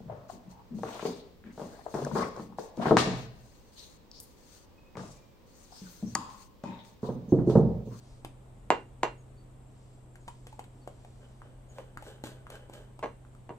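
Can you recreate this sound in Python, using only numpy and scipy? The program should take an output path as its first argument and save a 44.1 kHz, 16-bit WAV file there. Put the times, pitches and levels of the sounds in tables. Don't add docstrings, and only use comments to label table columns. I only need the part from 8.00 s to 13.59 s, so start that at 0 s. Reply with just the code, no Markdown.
import sys
import numpy as np
from scipy import signal
from scipy.fft import rfft, irfft
from scipy.io import wavfile

SR = 44100
rng = np.random.default_rng(int(sys.argv[2]) if len(sys.argv) > 2 else 0)


def dump(signal):
    limited = np.clip(np.atleast_2d(signal).T, -1, 1)
    pcm = np.round(limited * 32767).astype(np.int16)
    wavfile.write(sys.argv[1], SR, pcm)


N = 246416

# frequency in Hz, relative spectral density in dB.
AIR_SPECTRUM = [(12, -58), (20, -4.5), (45, -3), (80, -12), (150, -18.5), (220, -15), (450, -21),
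                (650, -22.5), (950, -26.5), (1600, -36.5), (3400, -41.5), (6000, -52), (8000, -56.5)]
HISS_SPECTRUM = [(4000, -28), (6000, -6.5), (7000, -4.5), (8300, 7), (9100, -9), (9800, -1.5), (10600, -15),
                 (14000, -13), (15000, -26.5)]
BRUSH_SPECTRUM = [(300, 3), (1500, 2), (4200, 15), (7000, 10.5), (10000, 4.5), (15000, -26)]
TICK_SPECTRUM = [(300, 15), (1200, 7), (3000, 6), (5500, -6.5), (8000, 3), (14000, -12.5)]
FILM_SPECTRUM = [(2500, 6.5), (3500, 13), (5500, 4), (7000, 7), (8600, 7), (10000, -2), (13800, 4),
                 (15000, -23)]
BLOW_SPECTRUM = [(60, -59.5), (130, -11), (350, -1), (600, -2), (980, 1.5), (1300, -13), (2000, -14),
                 (2500, -18.5), (3400, -27.5), (4200, -29), (5200, -38), (7500, -33.5), (9000, -46.5),
                 (14500, -61.5)]
# frequency in Hz, correlation from 0 to 1.
COHERENCE = [(100, 0.84), (300, 0.81), (800, 0.18), (2000, 0.1), (8000, 0.27)]
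# frequency in Hz, time to fall 60 dB in seconds.
ROOM_T60 = [(200, 0.4), (600, 0.17), (1500, 0.25), (3000, 0.24), (7000, 0.25), (14000, 0.12)]
# delay in seconds, gain in dB.
REFLECTIONS = [(.0083, -12), (.019, -10.5), (.0305, -23), (.04, -21), (.0452, -21)]
# frequency in Hz, level in dB.
MOTOR_TONES = [(42, -66.5), (99, -64.5), (126.2, -55), (203, -75)]
# start in seconds, length in seconds, first frequency in Hz, level in dB.
WHINE_SPELLS = [(.3, 1.3, 7150, -88), (1.5, 1.87, 7470, -80.5), (5.1, 0.86, 7170, -86)]
# start and length in seconds, first and last frequency in Hz, level in dB.
CHIRP_GLIDES = [(1.16, 0.066, 7050, 6300, -66.5), (1.358, 0.052, 4550, 4500, -64.5),
                (2.196, 0.039, 6900, 6460, -68), (2.803, 0.046, 4550, 4440, -66.5),
                (3.683, 0.035, 7200, 6200, -56)]
# middle and length in seconds, level in dB.
GRIP_CHANGES = [(0.086, 0.31, -71), (1.853, 0.42, -77.5), (2.32, 0.31, -75), (2.51, 0.17, -73.5),
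                (3.1, 1.04, -76.5)]
# start in seconds,
# ring level in dB, pitch in Hz, tick level in dB, time constant of the ring in cycles.
LID_TAPS = [(2.156, -51, 1520, -60, 1.9), (2.2794, -34, 630, -51.5, 0.42), (2.284, -33.5, 932, -60, 4.4),
            (2.469, -46, 443, -53, 1.8), (2.527, -43, 882, -63.5, 6), (2.5928, -30.5, 814, -52, 1.85),
            (2.641, -73, 892, -62, 1.1), (2.8753, -29, 605, -56, 0.7), (3.048, -44, 750, -64, 1.4)]
SPOON_TAPS = [(.248, -30.5, 746, -49.5, 0.53), (3.4185, -33.5, 1180, -72, 0.54),
              (3.786, -34.5, 527, -65, 6), (3.973, -25.5, 1390, -56.5, 0.72),
              (4.024, -41.5, 843, -58.5, 4.5), (4.2385, -37.5, 860, -48.5, 2.8),
              (4.2705, -38, 1340, -54, 0.4), (4.468, -33.5, 1210, -66.5, 0.82),
              (4.502, -39, 634, -52.5, 1.3), (4.555, -38, 1490, -59, 1.8), (4.6975, -34, 566, -64, 0.34),
              (4.736, -42, 890, -56, 0.74), (4.992, -32.5, 820, -59.5, 0.45), (5.25, -47, 1370, -79, 1.2),
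              (5.35, -45, 1270, -71, 1.7)]
# crest and rise time in seconds, scrape and squelch levels in dB.
SPOON_DIGS = [(3.23, 0.019, -58.5, -90), (3.43, 0.013, -57.5, -96), (3.785, 0.057, -53, -63.5),
              (4.073, 0.038, -49, -56.5), (4.243, 0.003, -47.5, -49.5), (4.522, 0.016, -47, -60),
              (4.744, 0.017, -49, -58.5)]
# frequency in Hz, bandwidth in Hz, gain in dB.
DAMPED_MODES = [(420, 300, -5.5), (608, 64, 1.5), (817, 23, -3), (1534, 224, -7), (1642, 226, -8),
                (3070, 87, -11.5), (3510, 170, -24)]
# frequency in Hz, time to fall 60 dB in seconds,
# level in dB when struck at place 0, level in dB when struck at place 1.
BASIN_MODES = [(258, 0.27, -40, -47), (355, 0.18, -28, -35), (410, 0.2, -40, -38), (482, 0.24, -28, -42),
               (580, 0.18, -33, -34), (641, 0.22, -34, -35), (770, 0.2, -27, -39), (838, 0.2, -24, -36),
               (947, 0.17, -23, -34), (1046, 0.16, -25, -31), (1152, 0.12, -25, -35),
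               (1308, 0.22, -39, -46), (1459, 0.22, -34, -44), (1660, 0.14, -33, -40),
               (2060, 0.16, -33, -45), (2503, 0.14, -49, -47), (2772, 0.28, -34, -39),
               (2800, 0.36, -44, -48), (3030, 0.3, -46, -48), (3472, 0.19, -53, -53), (4172, 0.3, -56, -50),
               (4759, 0.14, -57, -55), (6072, 0.2, -60, -42), (6950, 0.18, -51, -52),
               (7434, 0.22, -41, -49), (10300, 0.24, -56, -55), (11900, 0.25, -61, -65),
               (13500, 0.22, -72, -59)]
# frequency in Hz, gain in dB.
ROOM_SHARE = [(200, -7), (450, 1.5), (1000, -2.5), (2200, -2), (4500, -3.5), (6000, -7), (8000, -10),
              (14000, -9)]
# frequency in Hz, gain of right over left in dB.
RIM_BALANCE = [(200, 0), (500, 1), (1000, 2.5), (2800, 3), (4500, 0), (7500, -5), (12000, 0)]
# start in seconds, level in dB, tilt in dB per octave, relative ring
# level in dB, place along the spoon from 0 to 1, damping by the hand's grip from 0 to 1.
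HARD_BLOWS = [(0.704, -5.5, 2, -4, 0, 0.05), (1.031, -22, 3, -43, 0.9, 0.1),
              (1.0332, -10, 3, -1, 0.87, 0.05), (3.7842, -33, 2, 3, 0.9, 1),
              (5.0594, -25, 0, -12, 0.5, 0.9), (5.4928, -31.5, -0.5, 7.5, 1, 1),
              (5.5051, -27.5, -6, -3, 0.8, 0.9)]
FIRST_BOUNCE = (-27.5, -0.1, -9.5, 1, 0)

TIME, FREQS = np.arange(N) / SR, np.fft.rfftfreq(N, 1 / SR)


def amp(db):
    return 10 ** (np.asarray(db) / 20)


def unit_rms(x):
    return x / np.sqrt(np.mean(x ** 2) + 1e-20)


def curve(points, hz=FREQS):
    f, value = np.transpose(points)
    return np.interp(np.log(hz + 1), np.log(f + 1), value)


def add(mix, start, sound):
    part = mix[..., round(start * SR):][..., :sound.shape[-1]]
    part += sound[..., :part.shape[-1]]


def filtered(x, response):
    return irfft(rfft(x) * response, N)


def coloured(x, spectrum):
    return unit_rms(filtered(x, amp(curve(spectrum))))


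def drift(bandwidth_hz):
    return unit_rms(filtered(rng.standard_normal(N), np.exp(-(FREQS / bandwidth_hz) ** 2)))


def from_left(x, lag_s=.00016, right_db=-1.95):
    return np.array([x, amp(right_db) * filtered(x, np.exp(-2j * np.pi * FREQS * lag_s))])


def reverb(x, build_s=.0013, spacing=20):
    impulses = np.zeros((2, SR // 2))
    slots = np.arange(spacing, SR // 2 - spacing, spacing)
    arrivals = slots + rng.integers(0, spacing, (2, len(slots)))
    np.put_along_axis(impulses, arrivals, rng.choice([-1., 1.], arrivals.shape), 1)
    hz, t, bands = signal.stft(impulses, SR, nperseg=256)
    alike = curve(COHERENCE, hz)[:, None]
    bands[1] = alike * bands[0] + np.sqrt(1 - alike ** 2) * bands[1]
    decay = np.exp(-np.log(1000) * t / curve(ROOM_T60, hz)[:, None])
    tail = signal.istft(bands * decay, SR)[1]
    tail *= 1 - np.exp(-np.arange(tail.shape[1]) / SR / build_s)
    return signal.fftconvolve(x[None], tail / np.linalg.norm(tail[0]), axes=1)[:, :N]


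def room_air(rumble_db=-54.5, hiss_db=-75.5):
    common, separate = rfft(rng.standard_normal((2, N)))
    alike = curve(COHERENCE)
    noise = irfft(np.array([common, alike * common + np.sqrt(1 - alike ** 2) * separate]), N)
    rumble = amp(rumble_db) * coloured(noise, AIR_SPECTRUM) * amp(.5 * drift(.67))
    hiss = amp(hiss_db) * coloured(rng.standard_normal((2, N)), HISS_SPECTRUM)
    return rumble + hiss * amp([[2.5], [-2.5]])


def appliance(waver_hz=.66, throb_db=1, fade_s=.076, sag_hz_per_s=60):
    hum, whine = np.zeros((2, N))
    for hz, db in MOTOR_TONES:
        gain = amp(db + throb_db * drift(3.8))
        hum += gain * np.sin(2 * np.pi * np.cumsum(hz + waver_hz * drift(4.3)) / SR)
    for start, length, hz, db in WHINE_SPELLS:
        t = np.arange(0, length, 1 / SR)
        fade = np.minimum(np.minimum(t, length - t) / fade_s, 1)
        add(whine, start, amp(db) * fade * np.sin(2 * np.pi * np.cumsum(hz - sag_hz_per_s * t) / SR))
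    whine *= .6 + .8 * drift(70)
    return np.sqrt(2) * (hum + whine * amp([[3], [-4]]))


def chirps(room_db=-6, flutter=.14):
    whistles = np.zeros(N)
    for start, length, first_hz, last_hz, db in CHIRP_GLIDES:
        hz = np.linspace(first_hz, last_hz, int(length * SR))
        envelope = np.hanning(len(hz)) * (1 + flutter * drift(130)[:len(hz)])
        add(whistles, start, amp(db) * envelope * np.sin(2 * np.pi * np.cumsum(hz) / SR))
    return .5 * whistles + amp(room_db) * reverb(whistles)


def hands(room_db=-2):
    brush = coloured(rng.standard_normal(N), BRUSH_SPECTRUM)
    brush *= sum(amp(db) * np.cos(np.pi * np.clip((TIME - middle) / length, -.5, .5))
                 for middle, length, db in GRIP_CHANGES)
    return from_left(brush) + amp(room_db) * reverb(brush)


def light_taps(rows, tick_decay_s, room_db, ring_gain_db, tick_gain_db):
    t, taps = np.arange(SR // 10) / SR, np.zeros(N)
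    noise = coloured(rng.standard_normal(N), TICK_SPECTRUM)
    for start, ring_db, hz, tick_db, cycles in rows:
        ring = np.sin(2 * np.pi * hz * t) * (1 - np.exp(-2 * hz * t)) * np.exp(-t * hz / cycles)
        ring /= np.abs(ring).max()
        tick = noise[round(start * SR):][:len(t)] * np.exp(-t / tick_decay_s)
        add(taps, start, amp(ring_db + ring_gain_db) * ring + amp(tick_db + tick_gain_db) * tick)
    return from_left(taps) + amp(room_db) * reverb(taps)


def clicks(per_s, spread_db):
    sizes = amp(spread_db * np.minimum(rng.exponential(1, N), 2)) * rng.choice([-1, 1], N)
    return sizes * (rng.random(N) < per_s / SR)


def push(crest, rise_s, fall_s):
    return np.exp(-np.abs(TIME - crest) / np.where(TIME < crest, rise_s, fall_s))


def digging(scrape_gain_db=-2, room_db=-5):
    response = sum((-1) ** k * amp(db) * 1j * FREQS * width / (hz ** 2 - FREQS ** 2 + 1j * FREQS * width)
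                   for k, (hz, width, db) in enumerate(DAMPED_MODES))
    slips = unit_rms(filtered(clicks(per_s=450, spread_db=2.5), response))
    pops = coloured(clicks(per_s=2200, spread_db=6), FILM_SPECTRUM)
    digs = np.zeros(N)
    for crest, rise_s, scrape_db, squelch_db in SPOON_DIGS:
        digs += amp(scrape_db + scrape_gain_db) * push(crest, rise_s, fall_s=.076) * slips
        digs += amp(squelch_db) * push(crest, rise_s, fall_s=.046) * pops
    return from_left(digs, lag_s=.00013, right_db=-.5) + amp(room_db) * reverb(digs)


def chatter(start=5.0272, bounce_s=.0023, count=8, jitter=.18, blow_step_db=.65, ring_step_db=.5):
    db, tilt, ring_db, place, damping = FIRST_BOUNCE
    times = start + bounce_s * (np.arange(count) + jitter * rng.standard_normal(count))
    return [(at, db + k * blow_step_db, tilt, ring_db + k * ring_step_db, place, damping)
            for k, at in enumerate(times)]


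def impact_pulse(tilt, travel_s=.00038, size=2048):
    hz = np.abs(np.fft.fftfreq(size, 1 / SR))
    db = curve(BLOW_SPECTRUM, hz) + tilt * np.log2(hz / 900 + .1)
    minimum_phase = np.exp(np.conj(signal.hilbert(np.log(amp(db)))))
    dispersion = np.exp(-4j * np.pi * travel_s * np.sqrt(900 * hz))
    pulse = irfft((minimum_phase * dispersion)[:size // 2 + 1])[:size // 2]
    return pulse / np.abs(pulse).max()


def basin_ring(ring_db, place, damping, rise_s=.002):
    hz, t60, place0_db, place1_db = np.transpose(BASIN_MODES)
    t = np.arange(SR // 2) / SR
    tilt = 1.3 + .3 * min(ring_db + 2, 0)
    level_db = place0_db + place * (place1_db - place0_db) + tilt * np.maximum(np.log2(hz / 1000), 0)
    phase = rng.random(len(hz)) + np.minimum(hz / 9000, .12) * rng.standard_normal((2, len(hz)))
    decay = np.log(1000) / t60 + damping * 10 * (hz / 1000) ** 2
    modes = np.sin(2 * np.pi * (hz[:, None] * t + phase[..., None])) * np.exp(-decay[:, None] * t)
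    return (amp(level_db)[:, None] * modes).sum(0 + 1) * (1 - np.exp(-t / rise_s))


def spoon_knocks(ring_gain_db=6.5, room_db=-4):
    thuds, radiated, rings = np.zeros(N), np.zeros(N), np.zeros((2, N))
    for start, db, tilt, ring_db, place, damping in HARD_BLOWS + chatter():
        thud = amp(db) * impact_pulse(tilt)
        add(thuds, start, thud)
        add(radiated, start, amp(.2 * ring_db) * thud)
        add(rings, start, amp(db + ring_db + ring_gain_db) * basin_ring(ring_db, place, damping))
    radiated = filtered(radiated, amp(curve(ROOM_SHARE)))
    for delay, db in REFLECTIONS:
        add(thuds, delay, amp(db) * radiated)
    stereo = from_left(thuds, lag_s=.00006, right_db=-1.5) + rings + amp(room_db) * reverb(radiated)
    balance_db = curve(RIM_BALANCE)
    return filtered(stereo, amp([-balance_db / 2, balance_db / 2]))


def scene():
    lid = light_taps(LID_TAPS, tick_decay_s=.0043, room_db=-7, ring_gain_db=.5, tick_gain_db=12)
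    spoon = light_taps(SPOON_TAPS, tick_decay_s=.003, room_db=-7.5, ring_gain_db=-2.5, tick_gain_db=15.5)
    return spoon_knocks() + lid + spoon + digging() + hands() + room_air() + appliance() + chirps()


def record(dry):
    lowpass = signal.firwin(301, 14700, window=("kaiser", 8), fs=SR)
    return signal.oaconvolve(dry, lowpass[None], "same")


dry = scene()
out = record(dry)
dump(out)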